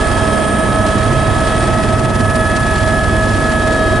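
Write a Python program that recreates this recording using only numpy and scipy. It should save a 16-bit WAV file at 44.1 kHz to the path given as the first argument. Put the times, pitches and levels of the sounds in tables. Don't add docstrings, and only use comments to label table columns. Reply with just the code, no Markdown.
import sys
import numpy as np
from scipy import signal
from scipy.fft import rfft, irfft
from scipy.io import wavfile
from scipy.ndimage import uniform_filter1d, minimum_filter1d

SR = 44100
rng = np.random.default_rng(int(sys.argv[2]) if len(sys.argv) > 2 else 0)


def digitize_waveform(pressure):
    field = np.atleast_2d(pressure).T
    bounded = np.clip(field, -1, 1)
    quanta = np.round(bounded * 32767).astype(np.int16)
    wavfile.write(sys.argv[1], SR, quanta)


N = 176400
TIME = np.arange(N) / SR
FREQS = np.maximum(np.fft.rfftfreq(N, 1 / SR), 1)
SIDES = np.array([[1], [-1]])
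BLADES, TEETH_PER_TURN = 3, 100


def from_db(db):
    return 10 ** (np.asarray(db) / 20)


def over_time(rows):
    times, *columns = np.transpose(rows)
    return np.array([np.interp(TIME, times, column) for column in columns])


def over_freq(rows):
    hz, value = np.transpose(rows)
    return np.interp(np.log(FREQS), np.log(hz), value)


def pan(db):
    gains = from_db(SIDES * db / 2)
    return gains / np.sqrt(np.mean(gains ** 2, axis=0))


def phase_of(hz):
    return 2 * np.pi * np.cumsum(hz) / SR


def flutter(width_hz):
    spectrum = rng.standard_normal((2, len(FREQS))) + 1j * rng.standard_normal((2, len(FREQS)))
    real, imag = irfft(spectrum / (1 + (FREQS / width_hz) ** 2), N)
    return (real + 1j * imag) / np.sqrt(np.mean(real ** 2 + imag ** 2))


def stereo_flutter(width_hz, apart):
    return (flutter(width_hz) + apart * flutter(width_hz) * SIDES) / np.hypot(1, apart)


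def tone(phase, rough, width_hz, apart=0.68, lead=0):
    wobble = (1 + rough * stereo_flutter(width_hz, apart)) / np.hypot(1, rough)
    ear_phase = phase + rng.uniform(0, 2 * np.pi) + SIDES * lead / 2
    return np.sqrt(2) * np.real(wobble * np.exp(1j * ear_phase))


def lows(sound, hz):
    return irfft(rfft(sound) / (1 + (FREQS / hz) ** 6), N)


# f/Hz, likeness (1 = the same)
EAR_LIKENESS = [(50, 0.5), (130, 1), (260, 0.8), (600, 0.64), (1200, 0.8), (3000, 0.7), (9000, 0.68)]
# f/Hz, left minus right/dB
EAR_BALANCE = [(40, 9), (90, -9.5), (150, -4), (260, -1.5), (600, 0), (1000, 1.5), (2000, 0.8),
               (5000, -1.5), (10000, 0)]

def air_noise(spectrum):
    shared, side = rfft(rng.standard_normal((2, N)))
    alike = np.clip(over_freq(EAR_LIKENESS), 0, 1)
    ears = np.sqrt(1 + alike) * shared + np.sqrt(1 - alike) * side * SIDES
    shaped = ears * from_db(over_freq(spectrum)) * pan(over_freq(EAR_BALANCE))
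    return irfft(shaped, N) * np.sqrt(SR) / 2


# f/Hz, level/dB
HISS_SPECTRUM = [(400, -75), (1500, -64), (3200, -70), (4500, -70.5), (6500, -75), (8400, -73.5),
                 (9600, -78), (11000, -81.5)]
# t/s, gain/dB, pumping by the blades/dB
HISS_SWELLS = [(0, -0.5, 2), (.25, 1, 2), (.55, -3, 2.5), (.8, -3, -2), (.92, 0, -1), (1.25, -2, -1),
               (1.55, 0, 0.5), (1.95, -.5, 2.5), (2.1, -5, 7), (2.3, -3, 4), (2.6, -1, 1.5), (2.78, 2, 1.5),
               (3, -2, -0.5), (3.35, 0.5, 1), (3.7, -2, -1.5), (4, -2, 2.5)]
# t/s, gain/dB
DOOR_PUFFS = [(.868, 6), (1.473, 5), (1.64, 3), (2.051, 0), (2.1, -3), (2.157, 5), (2.207, 4), (2.359, 6.5),
              (2.566, 9), (2.877, 2), (3.468, 2), (3.521, 5.5), (3.624, 1), (3.676, 6.5), (3.727, 5)]

def door_hiss(blade_phase):
    level_db, pump_db = over_time(HISS_SWELLS)
    puffs = 0
    for at, db in DOOR_PUFFS:
        width_s = np.where(TIME < at, 0.0043, 0.0072)
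        puffs += from_db(db) * np.exp(-.5 * ((TIME - at) / width_s) ** 2)
    flow = from_db(level_db + pump_db * np.cos(blade_phase) + 3 * flutter(width_hz=87).real)
    return np.hypot(flow, puffs) * air_noise(HISS_SPECTRUM)


# t/s, lower f/Hz, upper f/Hz, lower level/dB, upper level/dB
WHISTLES = [(0, 8720, 10330, -40, -46), (.15, 8720, 10260, -36.5, -42), (.52, 8730, 10300, -33.5, -39.5),
            (.75, 8800, 10350, -38.5, -42), (1.15, 8840, 10470, -40.5, -47), (1.6, 8790, 10390, -39, -43),
            (2, 8790, 10300, -44, -46), (2.35, 8760, 10370, -42, -37.5), (2.6, 8750, 10340, -41, -42),
            (2.75, 8760, 10320, -47, -41), (3.55, 8840, 10450, -44, -43.5), (4, 8820, 10580, -49, -48)]

def turbine():
    low_hz, high_hz, low_db, high_db = over_time(WHISTLES)
    out = 0
    for hz, db in ((low_hz, low_db), (high_hz, high_db)):
        waver_hz = 30.8 * flutter(width_hz=19.2).real
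        core = tone(phase_of(hz + waver_hz), rough=3.4, width_hz=61, apart=0.23)
        band = np.real(stereo_flutter(width_hz=160, apart=0.5) * np.exp(1j * phase_of(hz)))
        flicker_db = 2 * flutter(width_hz=50).real
        out += from_db(db + flicker_db) * (core + from_db(4.5) * band) / np.sqrt(2)
    return out


# f/Hz, level/dB
ROAR_SPECTRUM = [(18, -61), (42, -46), (65, -45.5), (92, -40.5), (135, -41), (165, -45.5), (195, -45),
                 (230, -40.5), (265, -45.5), (345, -45), (490, -50.5), (660, -47), (760, -51.5),
                 (1000, -55), (1250, -55.5), (1450, -62.5), (1700, -56.5), (2000, -63.5), (2800, -68.5),
                 (3300, -65.5), (4000, -78), (10000, -75.5)]
# t/s, bass and shaft/dB, low middle/dB, all above/dB, blade thump/dB
CABIN_SWELLS = [(0, -1.5, 0.5, 1.5, 3.5), (.5, -0.5, 1.5, 0.5, -6), (1.1, .5, -0.5, 1, 1.5),
                (1.6, 1, -0.5, 0.5, -0.5), (2.1, 1.5, 0, -1.5, -3), (2.7, 0, -2.5, -1, 0),
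                (3.2, 0.5, 0.5, -1.5, .5), (3.7, -3, 4, -1, -1.5), (4, 0.5, 4, -0.5, -0.5)]

def cabin_roar(blade_phase):
    bass_db, middle_db, upper_db, _ = over_time(CABIN_SWELLS)
    noise = air_noise(ROAR_SPECTRUM)
    bass, lower = lows(noise, hz=255), lows(noise, hz=425)
    middle, upper = lower - bass, noise - lower
    roar = from_db(bass_db) * bass + from_db(middle_db) * middle + from_db(upper_db) * upper
    return from_db(0.48 * np.cos(blade_phase - .6)) * roar


# t/s, level/dB
TAIL_HUM = [(0, -27), (.6, -25.5), (1.4, -28), (2.7, -29), (3.2, -36), (4, -43)]
TAIL_RATIO, SHAFT_HZ = .1063, 99.8

def tail_rotor(tooth_phase):
    hum = tone(BLADES * TAIL_RATIO * tooth_phase, rough=0.31, width_hz=3.3)
    shaft = tone(2 * np.pi * SHAFT_HZ * TIME, rough=0.21, width_hz=1.8, apart=0.24)
    shaft_db = over_time(CABIN_SWELLS)[0] - 24.5
    return from_db(over_time(TAIL_HUM)) * hum + from_db(shaft_db) * shaft


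THUMP_HARMONICS = [-44, -26, -25.5, -26.5, -31, -43, -31]

def main_rotor(blade_phase):
    thump = 0
    for multiple, db in enumerate(THUMP_HARMONICS, 1):
        uneven = .08 * multiple
        wobble = (1 + uneven * flutter(width_hz=2.2)) / np.hypot(1, uneven)
        thump += from_db(db) * np.real(wobble * np.exp(1j * multiple * blade_phase))
    swell_db = over_time(CABIN_SWELLS)[3]
    return np.sqrt(2) * from_db(swell_db) * thump


# t/s, left level/dB, right level/dB
MAIN_TONE = [(0, -33, -24.4), (0.45, -25.5, -18.5), (0.9, -22, -19.5), (1.2, -25, -21), (2.5, -26, -21),
             (2.95, -22.5, -19), (3.35, -25.5, -23), (3.8, -21, -19), (4, -25, -21.5)]
OCTAVE_TONE = [(0, -26.5, -20), (0.25, -30, -19.5), (0.85, -23.5, -20), (1.05, -25.5, -20),
               (1.8, -22.5, -21.5), (2.05, -23.5, -23.5), (2.5, -21, -23), (2.9, -22, -25),
               (3.35, -23, -26), (4, -21, -24)]
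INPUT_TONE = [(0, -28, -23), (0.35, -25, -26.5), (1, -33, -24.5), (1.55, -29, -25.5), (1.8, -45, -27.5),
              (2.02, -40, -28), (2.3, -26, -22), (2.6, -23, -21.5), (3, -22, -20), (3.35, -24, -21),
              (3.75, -21.5, -20), (4, -22.5, -23)]
# multiples of the main tooth rate, then level/dB of each
WEAK_MULTIPLES = [1.079, 1.356, 2.539, 2.606, 2.685, 5.285]
WEAK_LEVELS = [-34.5, -41, -44, -42, -37, -45]
HIGH_MULTIPLES = [3, 4, 5, 6, 7, 8]
# t/s, then level/dB of each
HIGH_LEVELS = [(0, -44, -40, -38, -45, -45, -44), (.35, -44, -43, -39.5, -45, -50, -43),
               (.7, -45, -48, -41.5, -46, -54, -55), (1.25, -40, -42, -43, -42, -52, -50),
               (1.7, -37, -41, -42, -46, -48, -47), (2.1, -36.5, -45, -60, -56, -56, -50),
               (2.7, -37.5, -40.5, -49, -45, -58, -56), (3.1, -43, -44, -47, -53, -50, -50),
               (3.55, -42, -44, -46, -47, -50, -52), (3.8, -43, -45, -40, -39.5, -45, -50)]
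INPUT_RATIO = 2.6425

def gearbox(tooth_phase, blade_phase):
    rocked = tooth_phase + 0.069 * np.sin(tooth_phase / TEETH_PER_TURN)
    main = tone(rocked, rough=0.58, width_hz=21, apart=0.23, lead=0.089)
    octave = tone(2 * rocked, rough=0.27, width_hz=53, lead=-0.3)
    input_gear = tone(INPUT_RATIO * tooth_phase, rough=0.13, width_hz=9.4, lead=-0.49)
    out = from_db(over_time(MAIN_TONE)) * main
    out += from_db(over_time(OCTAVE_TONE)) * octave
    out += from_db(over_time(INPUT_TONE)) * input_gear
    for multiple, db in zip(WEAK_MULTIPLES, WEAK_LEVELS):
        out += from_db(db) * tone(multiple * rocked, rough=0.62, width_hz=7.1, apart=0.2)
    for multiple, db in zip(HIGH_MULTIPLES, over_time(HIGH_LEVELS)):
        out += from_db(db) * tone(multiple * rocked, rough=0.71, width_hz=32, apart=0.44)
    return out * from_db(.5 * np.cos(blade_phase))


# t/s, f/Hz
TOOTH_RATE = [(0, 641.4), (0.15, 642.8), (0.5, 640.6), (0.85, 641.3), (1.2, 642.2), (1.7, 642.8),
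              (2.25, 642.9), (2.8, 641.9), (3.1, 640.9), (3.5, 640.4), (3.8, 638.9), (4, 638.4)]
FIRST_THUMP_S = 0.02073

def scene():
    tooth_hz, = over_time(TOOTH_RATE)
    tooth_phase = phase_of(tooth_hz)
    blade_phase = (tooth_phase - 2 * np.pi * tooth_hz[0] * FIRST_THUMP_S) * BLADES / TEETH_PER_TURN
    rotors = (main_rotor(blade_phase) + tail_rotor(tooth_phase)) * pan(db=-5.5)
    machinery = rotors + gearbox(tooth_phase, blade_phase) + turbine()
    return machinery + cabin_roar(blade_phase) + door_hiss(blade_phase)


LIMIT_DB, HOLD_S, CUTOFF_HZ = -1, .006, 10950

def record(dry):
    hold = int(HOLD_S * SR)
    gain = np.minimum(1, from_db(LIMIT_DB) / (np.abs(dry).max(axis=0) + 1e-9))
    smooth_gain = uniform_filter1d(minimum_filter1d(gain, hold), hold)
    treble_cut = signal.ellip(14, .1, 90, CUTOFF_HZ, fs=SR, output="sos")
    return signal.sosfilt(treble_cut, dry * smooth_gain)


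dry = scene()
out = record(dry)
digitize_waveform(out)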